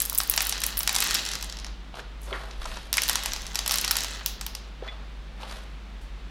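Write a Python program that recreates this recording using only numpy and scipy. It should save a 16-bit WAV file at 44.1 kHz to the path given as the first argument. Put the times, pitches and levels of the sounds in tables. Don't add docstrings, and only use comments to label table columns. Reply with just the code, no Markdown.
import sys
import numpy as np
from scipy import signal
from scipy.fft import rfft, irfft
from scipy.io import wavfile
from scipy.ndimage import uniform_filter1d

SR = 44100
rng = np.random.default_rng(int(sys.argv[2]) if len(sys.argv) > 2 else 0)


def generate_wav(signal):
    frames = np.transpose(np.atleast_2d(signal))
    scaled = np.clip(frames, -1, 1) * 32767
    pcm = np.round(scaled).astype(np.int16)
    wavfile.write(sys.argv[1], SR, pcm)


N = 277830

SHELL_HZ = 4460


def clicks(count=16):
    # (time [s], shell level [dB], bright tick level [dB], tick centre [Hz])
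    strikes = [(0.0029, -14, -5, 9200), (0.014, -21, -17.5, 9600), (0.0193, -38, -5, 11600),
               (0.024, -15.5, -18, 12700), (0.053, -19, -10.5, 10700), (0.0594, -40, -10, 12500),
               (0.0977, -15, -8, 12100), (0.1293, -23.5, -12, 14100), (0.149, -24, -3.5, 15000),
               (0.154, -16.5, -21, 13800), (0.1778, -20, -3.5, 9300), (0.1841, -28.5, -4, 10000),
               (0.1858, -18.5, -1, 13000), (0.203, -8, -28, 11000), (0.2137, -19.5, -16, 11100),
               (0.2348, -20, -15, 11700), (0.275, -29.5, -17, 13800), (0.2979, -16, 4.5, 12750),
               (0.3117, -17, -15, 13800), (0.315, -29.5, -12.5, 9000), (0.3383, -11, -17, 8900),
               (0.363, -25, -11.5, 12800), (0.3695, -37, -15, 14000), (0.377, -2.5, -13, 9900),
               (0.406, -6, -9, 8900), (0.4194, -28, -7, 11000), (0.426, -16, -11, 13500),
               (0.4515, -30, -14, 10500), (0.4691, -19, -8.5, 12300), (0.4944, -13, -5.5, 10400),
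               (0.5247, -7.5, -14, 7600), (0.579, -18, -25, 9000), (0.604, -21, -16, 11300),
               (0.618, -14, -20, 10100), (0.6369, -9.5, -9, 9500), (0.6404, -16, -11, 9750),
               (0.665, -16.5, -4, 12200), (0.772, -19, -16, 11800), (0.778, -38.5, -4, 12500),
               (0.791, -39.5, -1.5, 12900), (0.799, -25, -13, 13000), (0.806, -13.5, -35, 10600),
               (0.832, -18, -11, 12200), (0.8755, -4, -10, 10100), (0.8933, -6.5, -13, 9900),
               (0.9287, -27, -13, 12500), (0.9464, -10, -18, 9900), (0.9524, -10, -7, 10900),
               (0.9627, -5, -7, 8800), (0.985, -10, -11, 9600), (1.004, -7, -4, 10730),
               (1.024, -10, -13, 9900), (1.039, -26, -11, 14000), (1.063, -14, -30, 9000),
               (1.073, -16, -14.5, 9900), (1.084, -15, -27, 9200), (1.109, -9.5, -13, 10000),
               (1.1438, -12, -7.5, 11100), (1.149, -5.5, -14, 9500), (1.154, -6.5, -16, 10000),
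               (1.252, -15, -20, 9650), (1.2631, -13.5, -21, 8500), (1.289, -15, -19, 8600),
               (1.316, -15, -17, 9100), (1.3355, -15, -22, 9500), (1.354, -15, -22.5, 10100),
               (1.412, -21, -30, 10500), (1.4264, -15, -19, 11000), (1.444, -29, -23, 9000),
               (1.498, -18, -27.5, 8900), (1.525, -19.5, -30, 9250), (1.570, -23, -35, 9000),
               (1.588, -20.5, -31, 7900), (1.599, -26, -35, 8500), (1.646, -17.5, -27, 8100),
               (1.666, -25, -33, 8240), (2.5111, -24.5, -62, 8460), (2.6562, -20.5, -30, 7300),
               (2.771, -21, -35, 8100), (2.929, -6.5, -5.5, 11400), (2.94, -8.5, -16, 10100),
               (2.9704, -9, -9.5, 9900), (2.9808, -8, -14, 8400), (3.0195, -8.5, -11, 11500),
               (3.035, -10.5, -8, 9400), (3.081, -16.5, -15, 12000), (3.088, -8, -13, 11100),
               (3.0961, -6, -5.5, 10500), (3.131, -16, -16, 10800), (3.1563, -5.5, -7, 8900),
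               (3.236, -16.5, -16, 10500), (3.2593, -8.5, -11, 9600), (3.32, -15, -37, 8600),
               (3.3345, -11.5, -18.5, 9900), (3.3628, -14, -24, 8640), (3.419, -23, -26, 9000),
               (3.4667, -19, -23, 8800), (3.5468, -19.5, -25, 11100), (3.556, -5, -10, 9700),
               (3.5902, -7.5, -12.5, 9000), (3.662, -11.5, -17, 9700), (3.678, -9.5, -5.5, 10300),
               (3.695, -9, -22, 11000), (3.7102, -7.5, -14, 9650), (3.7185, -12, -9, 12400),
               (3.723, -10.5, -12, 10000), (3.7365, -21, -16, 10500), (3.741, -7, -10, 9150),
               (3.7578, -10.5, -9, 13100), (3.775, -17.5, -15, 9700), (3.7844, -6.5, -9, 9700),
               (3.813, -19, -14, 11600), (3.8469, -8.5, -13, 10500), (3.8789, -8, -17, 10000),
               (3.9103, -6.5, -10, 9900), (3.9148, -12.5, -5.5, 12500), (3.9552, -11, -20, 8800),
               (3.968, -7.5, -6, 10500), (3.986, -9.5, -16, 8600), (4.0065, -11, -17, 10400),
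               (4.035, -16.5, -17, 10700), (4.0456, -14, -20, 10300), (4.2612, -6.5, -3, 13400),
               (4.412, -14.5, -19, 10800), (4.465, -15, -16, 12100), (4.5509, -17.5, -23, 10200)]
    shell_octaves, tick_octaves = 1.246, 0.7
    board_hz, board_octaves = 1457, 2.016
    note_hz, note_octaves, note_db = 5265, 0.24, -15
    first_db, last_db, echo_span_s = -5.5, -10, 0.0038
    direct, close = np.zeros(N), np.zeros(N)
    draws = rng.random((len(strikes), 3, count))
    for (s, shell_db, tick_db, tick_hz), (place, sign, size) in zip(strikes, draws):
        shell_centre = SHELL_HZ * 2 ** (0.6 * (size[0] - 0.5))
        shell = gain_of(shell_db) * ring(shell_centre, shell_octaves)
        note_centre = note_hz * (1 + 0.15 * (size[2] - 0.5))
        note = gain_of(shell_db + note_db) * ring(note_centre, note_octaves)
        tick = gain_of(tick_db) * (ring(tick_hz, tick_octaves) + 0.22 * ring(tick_hz, 1))
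        board_db = shell_db - 6.0 - 9.4 * size[1] - 0.44 * max(tick_db - shell_db, 0)
        body = shell + gain_of(board_db) * ring(board_hz, board_octaves)
        add(direct, s, body + tick)
        add(close, s, note)

        late = (np.arange(count) + 0.5 + place) / count
        echo_db = first_db + (last_db - first_db) * late - 24.0 * size
        echo_gains = np.sign(sign - 0.5) * gain_of(echo_db)
        for delay, gain in zip(late * echo_span_s, echo_gains):
            bright = 1.7 * (1 - delay / echo_span_s) * tick
            add(close, s + delay, gain * (body + note + bright))
    return direct, close


def sliding():
    # (time [s], rattle level [dB])
    slides = [
        [(0.0, -40), (0.09, -50.5), (0.46, -38), (0.676, -43), (0.892, -43), (1.032, -30), (1.248, -37.5),
         (1.724, -62.5)],
        [(2.85, -86), (2.982, -38.5), (3.102, -37.5), (3.544, -48), (3.802, -37), (3.896, -38), (4.08, -39),
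         (4.394, -61), (4.7, -64.5)],
    ]
    # (centre [Hz], width [octaves], scatter either way [octaves], density [grains/s], unevenness [dB])
    grains = [(3150, 2, 0.43, 1000, 7.5), (10500, 1.2, 0.6, 600, 1.5)]
    heap_hz, heap_octaves = 388.5, 4
    heap_share = 0.5
    rattle_db = curve(slides, 1)
    out = np.zeros(N)
    for k_layer, (hz, octaves, scatter, per_s, uneven_db) in enumerate(grains):
        heights = gain_of(uneven_db * np.minimum(rng.exponential(1, N), 3))
        hits = heights * (rng.random(N) < per_s / SR) * rng.choice([-1, 1], N)
        kind = rng.integers(0, 9, N)
        kinds_hz = hz * 2 ** (scatter * np.linspace(-1, 1, 9))
        smear = rng.standard_normal((9, 150)) * gain_of(-np.arange(150) / 10)
        layer = np.zeros(N)
        for k, grain_hz in enumerate(kinds_hz):
            grain = np.convolve(ring(grain_hz, octaves), smear[k])
            layer += signal.oaconvolve(hits * (kind == k), grain)[:N]
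        out += gain_of(rattle_db - 13.3 * k_layer) * evened(layer)
    heap = evened(signal.sosfilt(band(heap_hz, heap_octaves), rng.standard_normal(N)))
    out += gain_of(-47.5 + heap_share * (rattle_db + 35)) * heap
    return out * during(slides)


def rubbing():
    # (start [s], rise [s], hold [s], fade [s],
    # low rustle level [dB], middle level [dB], hiss level [dB])
    strokes = [(1.924, 0.027, 0.052, 0.031, -36, -38, -49), (2.189, 0.044, .01, 0.15, -68, -52.5, -42),
               (2.238, 0.037, 0.13, 0.51, -36.5, -41, -50), (2.552, 0.068, 0.15, 0.37, -41, -38, -45.5),
               (4.796, 0.051, .02, 0.4, -39, -42.5, -63), (5.339, 0.083, 0.016, 0.28, -35.5, -38, -49.5),
               (5.425, 0.068, 0.019, 0.3, -40, -37.5, -44.5)]
    # (centre [Hz], width [octaves])
    rub_bands = [(800, 2), (2600, 1.44), (8000, 1.1)]
    grip_db = 3
    edge_db = 33.5
    slip_blows = rng.exponential(0.4, N) * (rng.random(N) < 260 / SR)
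    slips = signal.lfilter([1], [1, -np.exp(-1 / (0.002 * SR))], slip_blows)
    grip = gain_of(grip_db * evened(uniform_filter1d(rng.standard_normal(N), 300)))
    noise = rng.standard_normal(N) * (1 + slips) * grip
    t, power = np.arange(N) / SR, np.zeros((3, N))
    for s, rise, hold, fade, *dbs in strokes:
        rising = (t - s) / rise
        fading = 1 - (t - s - rise - hold) / fade
        shape = np.minimum(rising, fading).clip(-2, 1) - 1
        power += gain_of(np.array(dbs)[:, None] - 8.5 + edge_db * shape) ** 2
    out = np.zeros(N)
    for band_power, (hz, octaves) in zip(power, rub_bands):
        out += np.sqrt(band_power) * evened(signal.sosfilt(band(hz, octaves), noise))
    return out


def crackles():
    # (time [s], peak level [dB], centre [Hz])
    snaps = [(0.123, -28, 1100), (1.942, -34, 3000), (2.002, -39, 5470), (2.218, -36, 12000),
             (2.328, -20, 2500), (2.618, -29.5, 3200), (2.643, -30, 4500), (2.716, -30, 3170),
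             (2.7446, -38, 5000), (4.8233, -42, 3100), (5.4318, -28.5, 2980), (5.4955, -35, 4000),
             (5.512, -31, 5000)]
    out = np.zeros(N)
    for (s, db, hz), smear in zip(snaps, rng.standard_normal((len(snaps), 200))):
        sound = np.convolve(ring(hz, 0.8), smear * gain_of(-0.15 * np.arange(200)))
        add(out, s, gain_of(db) * sound / abs(sound).max())
    return out


def knocks():
    # (time [s], puff level [dB], centre [Hz], puff t60 [s])
    blows = [(1.941, -37, 800, 0.028), (1.993, -37, 1670, 0.058), (2.281, -38, 610, 0.042),
             (2.319, -35, 400, 0.16), (2.331, -33, 1400, 0.26), (2.618, -35.5, 1200, 0.025),
             (2.654, -32, 870, 0.077), (2.719, -36.5, 1110, 0.038), (2.77, -31.5, 990, 0.037),
             (2.981, -16.5, 2170, 0.038), (3.842, -21.5, 2350, 0.021), (4.21, -33, 1510, 0.044),
             (4.824, -32, 436, 0.054), (4.877, -34.5, 1960, 0.022), (5.432, -36, 895, 0.069),
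             (5.51, -38, 730, 0.046), (6.014, -59.5, 6800, 0.28)]
    out, t = np.zeros(N), np.arange(9000) / SR
    for s, db, hz, t60 in blows:
        puff_colour = [(hz / 4, -30), (hz / 1.3, 0), (hz * 1.3, 0), (hz * 4, -24), (hz * 40, -80)]
        body = coloured(puff_colour, size=len(t))
        if hz < SHELL_HZ:
            body = body + 1.2 * np.sin(2 * np.pi * hz * t) * gain_of(-60 * t / t60)
        onset = 1 - np.exp(-t / 0.00014)
        add(out, s, gain_of(db - 60 * t / t60) * body * onset)
    return out


def lid_taps():
    # (time [s], level [dB])
    taps = [(4.878, -39), (4.885, -34)]
    # (frequency [Hz], level against the tap [dB], t60 [s])
    modes = [(3445, -1, .115), (3550, -9, .06), (2450, -6, .045), (2202, -4, .07), (2030, -5, .08),
             (3950, -11, .04)]
    out, t = np.zeros(N), np.arange(9000) / SR
    for s, tap_db in taps:
        lid_ring = np.zeros(len(t))
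        for hz, mode_db, t60 in modes:
            lid_ring += gain_of(tap_db + mode_db - 60 * t / t60) * np.sin(2 * np.pi * hz * t)
        add(out, s, lid_ring * np.minimum(t / 0.001, 1))
    return out


def tail():
    # (frequency [Hz], t60 [s])
    decay = [(500, 0.32), (1500, 0.44), (4000, 0.6), (8000, 0.21), (14000, 0.22)]
    # (frequency [Hz], level [dB])
    colour = [(500, 3), (4000, -1), (8000, -0.5), (14000, -5)]
    taps = np.zeros(SR // 2)
    slots = np.arange(170, SR // 2 - 10, 10)
    taps[slots + rng.integers(0, 10, len(slots))] = rng.choice([-1., 1.], len(slots))
    hz, t, z = signal.stft(taps, SR, nperseg=256)
    level_db = read(colour, hz)[:, None] - 60 * t / read(decay, hz)[:, None]
    sound = signal.istft(z * gain_of(level_db), SR, nperseg=256)[1]
    return sound / np.linalg.norm(sound)


def booth(x, count=8):
    turn = 2 * np.pi * 9 * np.arange(N) / SR
    mid = np.zeros(N)
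    for k in range(count):
        share = (1 + np.cos(turn + 2 * np.pi * k / count)) / count
        mid += signal.fftconvolve(x * np.sqrt(share), tail())[:N]
    side = 0.097 * signal.fftconvolve(x, tail())[:N]
    return np.array([mid + side, mid - side])


def hum():
    # (time [s], rms level [dB])
    waver = [(0.07, -42.5), (0.74, -39), (1.1, -45), (1.7, -36.5), (1.96, -46.5), (2.25, -36),
             (2.54, -40.5), (6.3, -39.5)]
    hum_hz = 50.8
    t = np.arange(N) / SR
    return np.sqrt(2) * gain_of(curve(waver, 1)) * np.sin(2 * np.pi * hum_hz * t)


def table_rumble():
    # (time [s], level [dB])
    thumps = [(2.581, -33), (3.3, -36)]
    rise_s, t60_s, rumble_db = 0.014, 0.99, -47.5
    t, shake = np.arange(N) / SR, np.zeros(N)
    for s, db in thumps:
        add(shake, s, gain_of(db - 60 * t / t60_s) * np.minimum(t / rise_s, 1))
    rumble = gain_of(rumble_db) * coloured([(14, -44.0), (28, -8), (40, 6.5), (60, -15.5), (110, -63.5)])
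    return rumble + shake * coloured([(14, -18), (28, -1), (40, -5), (50, -13.5), (90, -73.0)])


def drones():
    # (centre [Hz], half width of the bell [Hz], rms level [dB])
    drone_bands = [(139.9, 18, -61), (184.5, 1.84, -62), (204.2, 1.4, -62.5)]
    hz, out = np.fft.rfftfreq(N, 1 / SR), np.zeros(N)
    for centre, width, db in drone_bands:
        bell = np.exp(-((hz - centre) / width) ** 2)
        out += gain_of(db) * evened(irfft(rfft(rng.standard_normal(N)) * bell, N))
    return out


def room_noise():
    # (frequency [Hz], relative density [dB per Hz])
    colour = [(38, -35), (65, -11), (103, -18), (192, -15), (411, -22), (963, -23.5), (3580, -28),
              (8000, -45.5), (16000, -59.5)]
    level = gain_of(-49.5)
    middle, other = level * coloured(colour), level * coloured(colour)
    return middle, 0.11 * signal.sosfilt(band(1900, 6.8), other)


def ring(hz, octaves):
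    sound = signal.sosfilt(band(hz, octaves), signal.unit_impulse(400))
    return sound / abs(sound).max()


def band(hz, octaves):
    edges = hz * 2 ** (np.array([-0.5, 0.5]) * octaves)
    edges = np.minimum(edges, [0.38 * SR, 0.45 * SR])
    return signal.butter(3, edges, "band", fs=SR, output="sos")


def coloured(points, size=N):
    hz = np.fft.rfftfreq(size, 1 / SR)
    spectrum = rfft(rng.standard_normal(size)) * gain_of(read(points, hz))
    return evened(irfft(spectrum, size))


def gain_of(db):
    return 10 ** (np.asarray(db) / 20)


def evened(x):
    return x / np.sqrt(np.mean(x ** 2) + 1e-20)


def read(points, hz):
    f, value = np.transpose(points)
    return np.interp(np.log(hz + 1), np.log(f + 1), value)


def curve(rows, column):
    rows = np.vstack(rows)
    return np.interp(np.arange(N) / SR, rows[:, 0], rows[:, column])


def during(spans):
    t = np.arange(N) / SR
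    inside = sum(1. * (t >= rows[0][0]) * (t <= rows[-1][0]) for rows in spans)
    return uniform_filter1d(inside, 600)


def add(mix, s, sound):
    part = mix[max(round(s * SR), 0):][:len(sound)]
    part += sound[:len(part)]


def scene():
    direct, close = clicks()
    soft = sliding() + rubbing()
    blows = crackles() + knocks() + lid_taps()
    near = gain_of(-2.16) * direct + close + blows + soft
    thrown = gain_of(1) * direct + gain_of(-8) * blows + soft
    reverb = gain_of(-7.5) * booth(thrown)
    air, air_side = room_noise()
    lag = np.roll(near, -3) - np.roll(near, 3)
    side = 0.043 * lag + air_side
    middle = near + hum() + table_rumble() + drones() + air
    return middle + np.array([side, -side]) + reverb


def record(dry):
    edge_hz = 16100
    rounded = np.tanh(dry / 1.1) * 1.1
    low_pass = signal.firwin(255, edge_hz, window=("kaiser", 9), fs=SR)
    return signal.oaconvolve(rounded, low_pass[None], "same")


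dry = scene()
out = record(dry)
generate_wav(out)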